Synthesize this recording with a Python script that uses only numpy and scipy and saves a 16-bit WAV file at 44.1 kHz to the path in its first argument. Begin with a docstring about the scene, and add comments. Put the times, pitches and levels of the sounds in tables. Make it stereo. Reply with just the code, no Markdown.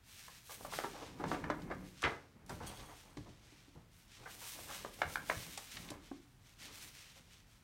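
"""Stiff panels of large folded paper maps buckle with hollow pops as they are lifted and flipped open:
noise bursts with a jolt, each in its panel's band; one sheet whips over in a run of five, a loud slap.
Creases tick and trapped air thuds the same way; swung sheets flutter and fan the air (shaped noise).
Paper hisses over paper and a wooden table (noise and grains), an edge skids on varnish (ringing grains)
and fingers knock on the wood (decaying modes). Small room, faint rumble, one close microphone."""
import sys
import numpy as np
from scipy import signal
from scipy.fft import rfft, irfft, next_fast_len
from scipy.io import wavfile
from scipy.ndimage import map_coordinates

SR = 44100
rng = np.random.default_rng(int(sys.argv[2]) if len(sys.argv) > 2 else 0)


def unload_wav(signal):
    """Save mono or channel-first audio to the path in sys.argv[1] as 16-bit WAV at rate SR, clipped to [-1, 1]."""
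    wavfile.write(
        sys.argv[1],
        SR,
        np.round(np.clip(np.atleast_2d(signal).T, -1, 1) * 32767).astype(np.int16),
    )


N = 336483


def amp(db):
    """Decibels to gain."""
    return 10 ** (np.asarray(db) / 20)


def unit(x):
    """x at rms 1."""
    return x / np.sqrt(np.mean(x ** 2) + 1e-20)


def along(points, hz):
    """(Hz, value) points interpolated on a log frequency axis."""
    point_hz, values = np.transpose(points)
    return np.interp(np.log(hz + 1), np.log(point_hz), values)


def wobble(knots_per_s):
    """Smooth random curve through normally distributed knots."""
    knots = rng.standard_normal(int(N * knots_per_s / SR) + 4)
    return map_coordinates(knots, [np.arange(N) * knots_per_s / SR])


def filtered(x, response):
    """x times a response of frequency."""
    size = next_fast_len(N + 8192)
    spectrum = rfft(x, size) * response(np.fft.rfftfreq(size, 1 / SR))
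    return irfft(spectrum, size)[:N]


def coloured(x, spectrum):
    """x shaped by a spectrum in dB, at rms 1."""
    return unit(filtered(x, lambda hz: amp(along(spectrum, hz))))


def add(track, start_s, sound):
    """Mix a sound into the track in place."""
    part = track[round(start_s * SR):][:len(sound)]
    part += sound[:len(part)]


def grains(rate_per_s, spread_db):
    """Random single-sample impulses of uneven size, at rms 1."""
    chance = rng.random(N)
    size = np.clip(rng.standard_normal(N), -2.5, 2.5)
    sign = rng.choice([-1, 1], N)
    return unit((chance < rate_per_s / SR) * sign * amp(spread_db * size))


def resonance(f, hz, width_hz):
    """Response of one resonance, 1 at its centre."""
    return 1j * f * width_hz / (hz * hz - f * f + 1j * f * width_hz)


def gesture(start_s, length_s, attack_s, sag_db_per_s, release_db_per_s):
    """Gain of one movement: it rises, sags while it lasts, then dies away."""
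    t = np.maximum(np.arange(N) / SR - start_s, 0)
    rise = np.sin(np.pi / 2 * np.minimum(t / attack_s, 1)) ** 2
    overtime = np.maximum(t - length_s, 0)
    return rise * amp(-sag_db_per_s * t - release_db_per_s * overtime)


def snap(db, low_hz, high_hz, length_s, jolt, bounce, bounce_s):
    """A jolt and a short noisy shiver; the size of the panel sets its band; rms over 10 ms is db."""
    t = np.arange(SR // 5) / SR
    # a slow buckle swells into its shiver, a quick one is mostly jolt
    swell = 1 - np.exp(-4 * t / length_s)
    force = rng.standard_normal(len(t)) * np.exp(-t / length_s) * swell
    force *= np.sqrt(length_s * SR) / np.linalg.norm(force)
    force[0] += jolt / (1 + length_s / 0.0038)
    # the table throws each snap back once, after bounce_s give or take a quarter
    lag = int(bounce_s * SR * rng.uniform(0.76, 1.29)) + 1
    force[lag:] += bounce * force[:-lag]
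    # a panel radiates poorly below its band and is too limp above it
    b, a = signal.butter(2, low_hz, 'high', fs=SR)
    limp = signal.butter(3, min(high_hz, SR / 2.2), fs=SR, output='sos')
    pop = signal.sosfilt(limp, signal.lfilter(b, a, force))
    return amp(db) * pop * np.sqrt(SR / 100 / np.sum(pop ** 2))


# Faint steady rumble. Each row: frequency in Hz, relative level in dB.
RUMBLE_SPECTRUM = [(20, -49), (28, -21), (37, 1), (50, -9), (110, -5), (200, -13.5), (450, -25.5),
                   (1500, -26), (5000, -35.5), (16000, -43.5)]


def rumble():
    """The room's steady low rumble: shaped noise."""
    return amp(-65.0) * coloured(rng.standard_normal(N), RUMBLE_SPECTRUM)


# Decay of the room. Each row: frequency in Hz, t60 in s.
ROOM_DECAY = [(100, 0.35), (300, 0.59), (800, 0.21), (2000, 0.29), (6000, 0.2), (15000, 0.23)]


def room(x, wet_db):
    """Nearby walls answer with a decaying noise tail, drawn at random anew every 0.25 s."""
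    out, hop = x.copy(), SR // 4
    for start in range(0, N, hop):
        hz, t, bins = signal.stft(rng.standard_normal(SR // 2), SR, nperseg=256)
        decay = amp(-60 * t / along(ROOM_DECAY, hz)[:, None])
        tail = signal.istft(bins * decay, SR, nperseg=256)[1]
        tail = np.pad(tail / np.linalg.norm(tail), (int(0.004 * SR), 0))  # 4 ms delay
        add(out, start / SR, amp(wet_db) * signal.fftconvolve(x[start:start + hop], tail))
    return out


# Table top modes. Each row: frequency in Hz before the shift, relative level in dB, t60 in s.
TABLE_MODES = [(104, -22, 0.083), (291.5, -1, 0.1), (338, 3, 0.034), (520, -6, 0.032), (770, -2, 0.026),
               (1115, -4.5, 0.026), (1600, -8, 0.023)]
# Fingers and sheet edges landing. Each row: start in s, level in dB, hardness (mode rolloff) in Hz.
KNOCKS = [(1.2, -38.5, 700), (1.243, -38, 900), (1.325, -34, 890), (1.505, -34, 1170), (1.711, -39.5, 900),
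          (3.17, -42.5, 1780), (3.274, -55, 600), (3.523, -56.5, 600), (3.681, -55, 700),
          (3.753, -58, 1010), (5.905, -44, 1150), (6.114, -38, 2700)]
KNOCK_SHIFT, KNOCK_SCATTER = 1.02, 0.015  # mean and deviation of the mode frequency ratio


def knocking():
    """Soft blows ring the table top; its pitch moves a little with where they land."""
    track, t = np.zeros(N), np.arange(SR // 4) / SR
    onset = 1 - np.exp(-t / 0.0014)
    for start_s, db, hard_hz in KNOCKS:
        ratio = KNOCK_SHIFT + KNOCK_SCATTER * rng.standard_normal()
        for hz, mode_db, t60_s in TABLE_MODES:
            # a soft contact cannot wake the high modes
            softness = 1 + (hz / hard_hz) ** 4
            strength = amp(db + mode_db + rng.normal(0, 1)) / softness
            ring = amp(-60 * t / t60_s) * np.sin(2 * np.pi * hz * ratio * t)
            add(track, start_s, strength * ring * onset)
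    return track


# Thin ring of the edge. Each row: frequency in Hz, width in Hz, relative level in dB.
EDGE_RINGS = [(3320, 55, 4), (4500, 220, -3), (6500, 700, -5), (8200, 400, -5), (9300, 260, -4),
              (12000, 200, -10)]
# Edge skidding on varnish. Each row: start in s, length in s, level in dB before the surges.
SKIDS = [(2.66, 0.029, -55), (2.74, 0.027, -64), (2.795, .04, -65), (2.835, .3, -70)]


def skidding():
    """The dropped sheet's edge chatters over the varnish and rings thinly."""
    def ring(f):
        return sum(amp(db) * resonance(f, hz, width_hz) for hz, width_hz, db in EDGE_RINGS)

    push = sum(amp(db) * gesture(start_s, length_s, attack_s=0.012, sag_db_per_s=24, release_db_per_s=231)
               for start_s, length_s, db in SKIDS)
    chatter = unit(filtered(grains(990, spread_db=3), ring))
    return push * amp(3 * wobble(45)) * chatter


# Colour of rubbing paper as the microphone hears it, with its dips near 4950 and 10400 Hz.
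# Each row: frequency in Hz, relative level in dB per Hz.
HISS_SPECTRUM = [(300, -14.5), (900, -7.5), (2200, 0.5), (3600, 0.5), (4950, -2), (5800, -0.5), (7200, -4),
                 (9300, -3.5), (10400, -9), (11500, -6.5), (16000, -11)]
# Paper sliding over paper or wood. Each row: start in s, length in s, friction in dB and treble
# against friction in dB, both before the surges and offsets below.
SLIDES = [(0.0, 0.37, -58, -2), (0.4, 0.26, -58, 4), (0.661, 0.13, -48.5, -4), (0.85, 0.25, -58, -14),
          (1.083, 0.28, -65.5, -6), (1.244, 0.044, -52, -10), (1.354, 0.48, -69, -0.5),
          (1.68, 0.065, -70.5, -17), (1.804, 0.087, -62, -5.5), (1.92, 0.19, -59, -15.5),
          (2.456, .055, -59.5, -2), (2.562, 0.24, -58, -9), (2.858, 0.16, -61.5, -4.5),
          (3.093, 0.28, -67, -17), (3.34, 0.32, -65.5, -13), (3.648, 0.17, -75.5, -8),
          (3.868, 0.19, -70.5, -0.5), (4.03, 0.26, -62.5, -12), (4.228, 0.14, -59, 1.5),
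          (4.327, 0.32, -52, 2.5), (4.642, 0.17, -51.5, -3.5), (4.897, 0.17, -60, 0.5),
          (5.047, 0.083, -54.5, 2), (5.2, 0.23, -51.5, -0.5), (5.41, 0.28, -55, -2),
          (5.655, 0.14, -52.5, -5), (5.98, 0.15, -63.5, -12), (6.155, 0.37, -77.5, 1),
          (6.386, .15, -66.5, -7), (6.556, 0.12, -54.5, -10), (6.68, 0.18, -56, -1.5),
          (6.899, .16, -57.5, -11), (7.09, 0.073, -62, -7.5), (7.273, 0.053, -62.5, -11),
          (7.417, .15, -71, -5)]
SLIDE_ATTACK_S, SLIDE_SAG_DB_PER_S, SLIDE_RELEASE_DB_PER_S = 0.044, 13.5, 80
SLIDE_RUN_UP = 0.34  # share of its length added to the attack


def sliding():
    """Fibres catch and slip by the thousand; each slide has its own strength and brightness."""
    coarse_power, fine_power = np.zeros((2, N))
    for start_s, length_s, db, treble_db in SLIDES:
        attack_s = SLIDE_ATTACK_S + SLIDE_RUN_UP * length_s
        gain = amp(db) * gesture(start_s, length_s, attack_s, SLIDE_SAG_DB_PER_S, SLIDE_RELEASE_DB_PER_S)
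        coarse_power += gain ** 2
        fine_power += (gain * amp(treble_db)) ** 2
    rub = coloured(rng.standard_normal(N) + 0.62 * grains(2500, spread_db=9.5), HISS_SPECTRUM)
    fine = filtered(rub, lambda hz: 1 / (1 + (8000 / (hz + 1)) ** 4))
    coarse = rub - fine
    # coarse and fine fibres grip in their own uneven surges
    coarse_hiss = coarse * np.sqrt(coarse_power) * amp(0.7 * wobble(22))
    fine_hiss = fine * np.sqrt(fine_power) * amp(2 + 0.7 * wobble(22))
    return (coarse_hiss + fine_hiss) * amp(2.5 + 1.4 * wobble(35))


# Air squeezed out under a panel or a palm. Each row: start in s, level in dB, lowest frequency in Hz.
PUFFS = [(1.141, -51, 108), (1.464, -45, 140), (1.751, -49, 126), (2.035, -35, 101), (2.5, -41, 62.5),
         (2.631, -44, 64), (3.174, -43.5, 68), (3.28, -50, 64), (3.753, -50.5, 68), (5.044, -45, 53),
         (5.349, -41.5, 59), (5.79, -49.5, 73.4), (5.905, -51, 60)]
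PUFF_SPAN, PUFF_LENGTH_S = 2.67, 0.023  # highest over lowest Hz; decay


def puffing():
    """Trapped air escapes with a low, soft thud."""
    track = np.zeros(N)
    for start_s, db, low_hz in PUFFS:
        thud = snap(db, low_hz, PUFF_SPAN * low_hz, PUFF_LENGTH_S, jolt=1.3, bounce=0.28, bounce_s=0.002)
        add(track, start_s, thud)
    return track


# Creases and edges clicking. Each row: start in s, level in dB, highest frequency in Hz.
TICKS = [(1.281, -57, 8000), (1.502, -52.5, 4860), (1.619, -60, 4950), (2.02, -47, 8400),
         (2.462, -64.5, 11300), (2.494, -52.5, 8600), (2.665, -58, 10800), (3.17, -56.5, 5700),
         (5.575, -44, 8300), (5.768, -46, 4020), (5.887, -53, 3970), (5.9027, -48.5, 9400)]
TICK_LOW_HZ, TICK_LENGTH_S = 1050, 0.0047


def ticking():
    """Creases and edges give short, bright clicks."""
    track = np.zeros(N)
    for start_s, db, top_hz in TICKS:
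        add(track, start_s, snap(db, TICK_LOW_HZ, top_hz, TICK_LENGTH_S, jolt=1.8, bounce=0.14, bounce_s=0.001))
    return track


# Colour of the bending sheet. Each row: frequency in Hz, relative level in dB.
FLUTTER_SPECTRUM = [(100, 3), (250, -8), (500, -5), (1000, -5.5), (1700, -15), (2600, -15.5), (6000, -71),
                    (16000, -56)]
# Colour of the fanned air. Each row: frequency in Hz, relative level in dB.
AIR_SPECTRUM = [(20, -3), (50, -0.5), (100, -4.5), (170, 5), (300, -2.5), (450, -15.5), (900, -38),
                (4000, -77)]
# Sheet swung in the hands. Each row: start in s, length in s, flutter in dB and fanned air in dB,
# both before the offsets and surges below.
SWINGS = [(0.534, 0.96, -59.5, -58), (1.18, 0.21, -51, -47), (1.415, 0.26, -56.5, -44),
          (2.31, 0.19, -66.5, -62.5), (2.468, .33, -53.5, -62), (2.998, 0.53, -70.5, -82),
          (4.156, 0.051, -56.5, -62), (4.496, 0.54, -60.5, -61.5), (5.027, 0.4, -60, -60),
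          (5.718, 0.19, -58, -58.5), (6.57, 0.13, -60.5, -59.5), (7.042, 0.4, -85, -76)]
SWING_ATTACK_S, SWING_SAG_DB_PER_S, SWING_RELEASE_DB_PER_S = 0.073, 1.5, 63


def flexing():
    """The bending sheet gives a run of small soft buckles and fans the air."""
    buckles = grains(420, spread_db=0.5) + 0.64 * rng.standard_normal(N)
    flutter = coloured(buckles, FLUTTER_SPECTRUM) * amp(-3.5 + 3.1 * wobble(30))
    air = coloured(rng.standard_normal(N), AIR_SPECTRUM) * amp(-6.5 + 3.5 * wobble(20))
    track = np.zeros(N)
    for start_s, length_s, flutter_db, air_db in SWINGS:
        swing = gesture(start_s, length_s, SWING_ATTACK_S, SWING_SAG_DB_PER_S, SWING_RELEASE_DB_PER_S)
        track += swing * (amp(flutter_db) * flutter + amp(air_db) * air)
    return track


# What sheet and table lift or swallow. Each row: frequency in Hz, width in Hz, gain in dB.
BODY_RESONANCES = [(305, 50, 5), (470, 110, 2), (640, 100, -1), (830, 130, 2.5), (1170, 100, 2),
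                   (1680, 170, 3.5), (2150, 130, 4), (2700, 500, -4)]


def hollow(x):
    """Resonances in series: the hollow colour of a big sheet held over a table."""
    def response(f):
        stages = [1 + (amp(db) - 1) * resonance(f, hz, width_hz) for hz, width_hz, db in BODY_RESONANCES]
        return np.prod(stages, axis=0)

    return filtered(x, response)


WHIP_AT_S, WHIP_DB, WHIP_HZ, WHIP_LENGTH_S = 2.037, -32, 1620, 0.0065  # first panel
WHIP_GAP_S, WHIP_LOSS_DB, WHIP_HZ_RATIO = 0.0095, 2, 0.6  # from each panel to the next


def whip(count):
    """The flipped sheet pulls flat panel after panel, each larger (lower) and weaker."""
    return [(WHIP_AT_S + k * WHIP_GAP_S, WHIP_DB - k * WHIP_LOSS_DB, WHIP_HZ * WHIP_HZ_RATIO ** k, WHIP_LENGTH_S)
            for k in range(count)]


# Panels snapping through. Each row: start in s, level in dB, lowest frequency in Hz, length in s.
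BUCKLES = [(0.281, -54.5, 855, 0.0043), (0.492, -51, 590, 0.019), (0.607, -54, 390, 0.0041),
           (0.647, -45, 490, 0.007), (.722, -47.5, 500, 0.0054), (.735, -44, 550, 0.0042),
           (.788, -37.5, 455, 0.0012), (0.837, -44, 382, 0.003), (0.843, -39, 283, 0.0034),
           (0.934, -46.5, 250, 0.051), (1.009, -46, 236, .022), (1.196, -42.5, 199, 0.019),
           (1.239, -39, 474, .003), (1.315, -36, 393, 0.0043), (1.345, -43.5, 760, 0.0038),
           (1.44, -43, 696, 0.0039), (1.5, -33.5, 247, 0.0039), (1.7, -46.5, 262, 0.0058),
           (1.71, -41, 397, 0.0093), (2.029, -41, 400, 0.0024), (2.084, -44.5, 700, 0.054),
           (2.492, -45, 234, 0.018), (2.601, -46.5, 393, .025), (2.881, -52, 623, 0.039),
           (3.173, -55.5, 437, 0.0012), (3.256, -57.5, 466, 0.021), (3.751, -59.5, 380, 0.039),
           (4.257, -47.5, 840, 0.013), (4.409, -53.5, 700, 0.032), (4.589, -54, 513, 0.0034),
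           (4.685, -46.5, 810, 0.043), (4.848, -43, 336, 0.0019), (5.0176, -31, 550, 0.0024),
           (5.157, -36.5, 790, 0.0012), (5.293, -46, 540, 0.0077), (5.298, -32.5, 593, 0.003),
           (5.576, -49, 544, 0.0031), (5.915, -49, 220, 0.0053), (7.158, -64, 400, 0.017)]
# upper edge of a 500 Hz panel at -42 dB; smaller panels and harder snaps reach higher
REACH_HZ, REACH_POWER, REACH_DB_PER_OCTAVE = 1355, 0.24, 31
REBOUND_S, REBOUND_DB = 0.014, -11
CREASE_DB, CREASE_LOW_HZ, CREASE_HIGH_HZ = -18, 3000, 4600
CREASE_SLOW_S = 0.01  # a buckle this long halves its crease click


def buckling():
    """Each panel pops, clicks at its crease and springs back once, more weakly."""
    track = np.zeros(N)
    for start_s, db, panel_hz, length_s in BUCKLES + whip(count=5):
        size_reach = (panel_hz / 500) ** REACH_POWER
        top_hz = REACH_HZ * size_reach * 2 ** ((db + 42) / REACH_DB_PER_OCTAVE)
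        for delay_s, drop_db in ((0, 0), (REBOUND_S, REBOUND_DB)):
            pop = snap(db + drop_db, panel_hz, top_hz, length_s, jolt=5.8, bounce=0.19, bounce_s=0.001647)
            add(track, start_s + delay_s, pop)
        click = snap(db + CREASE_DB, CREASE_LOW_HZ, CREASE_HIGH_HZ, length_s,
                     jolt=1.6, bounce=0.13, bounce_s=0.00123)
        add(track, start_s, click / (1 + length_s / CREASE_SLOW_S))
    return track


def scene():
    """Paper and table in the room, over its faint rumble; one microphone feeds both channels."""
    sheet = room(hollow(buckling() + flexing()), wet_db=-6.0)
    contacts = room(ticking() + puffing() + knocking() + skidding(), wet_db=-9)
    hiss = room(sliding(), wet_db=-15.5)
    mono = sheet + contacts + hiss + rumble()
    return np.array([mono, mono])


LOW_CUT_HZ, TOP_HZ = 29, 15900


def record(dry):
    """The recorder sheds the deepest bass and keeps nothing above its band limit."""
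    def band(hz):
        return (hz < TOP_HZ) / np.sqrt(1 + (LOW_CUT_HZ / (hz + 1)) ** 8)

    return np.array([filtered(channel, band) for channel in dry])


dry = scene()
out = record(dry)
unload_wav(out)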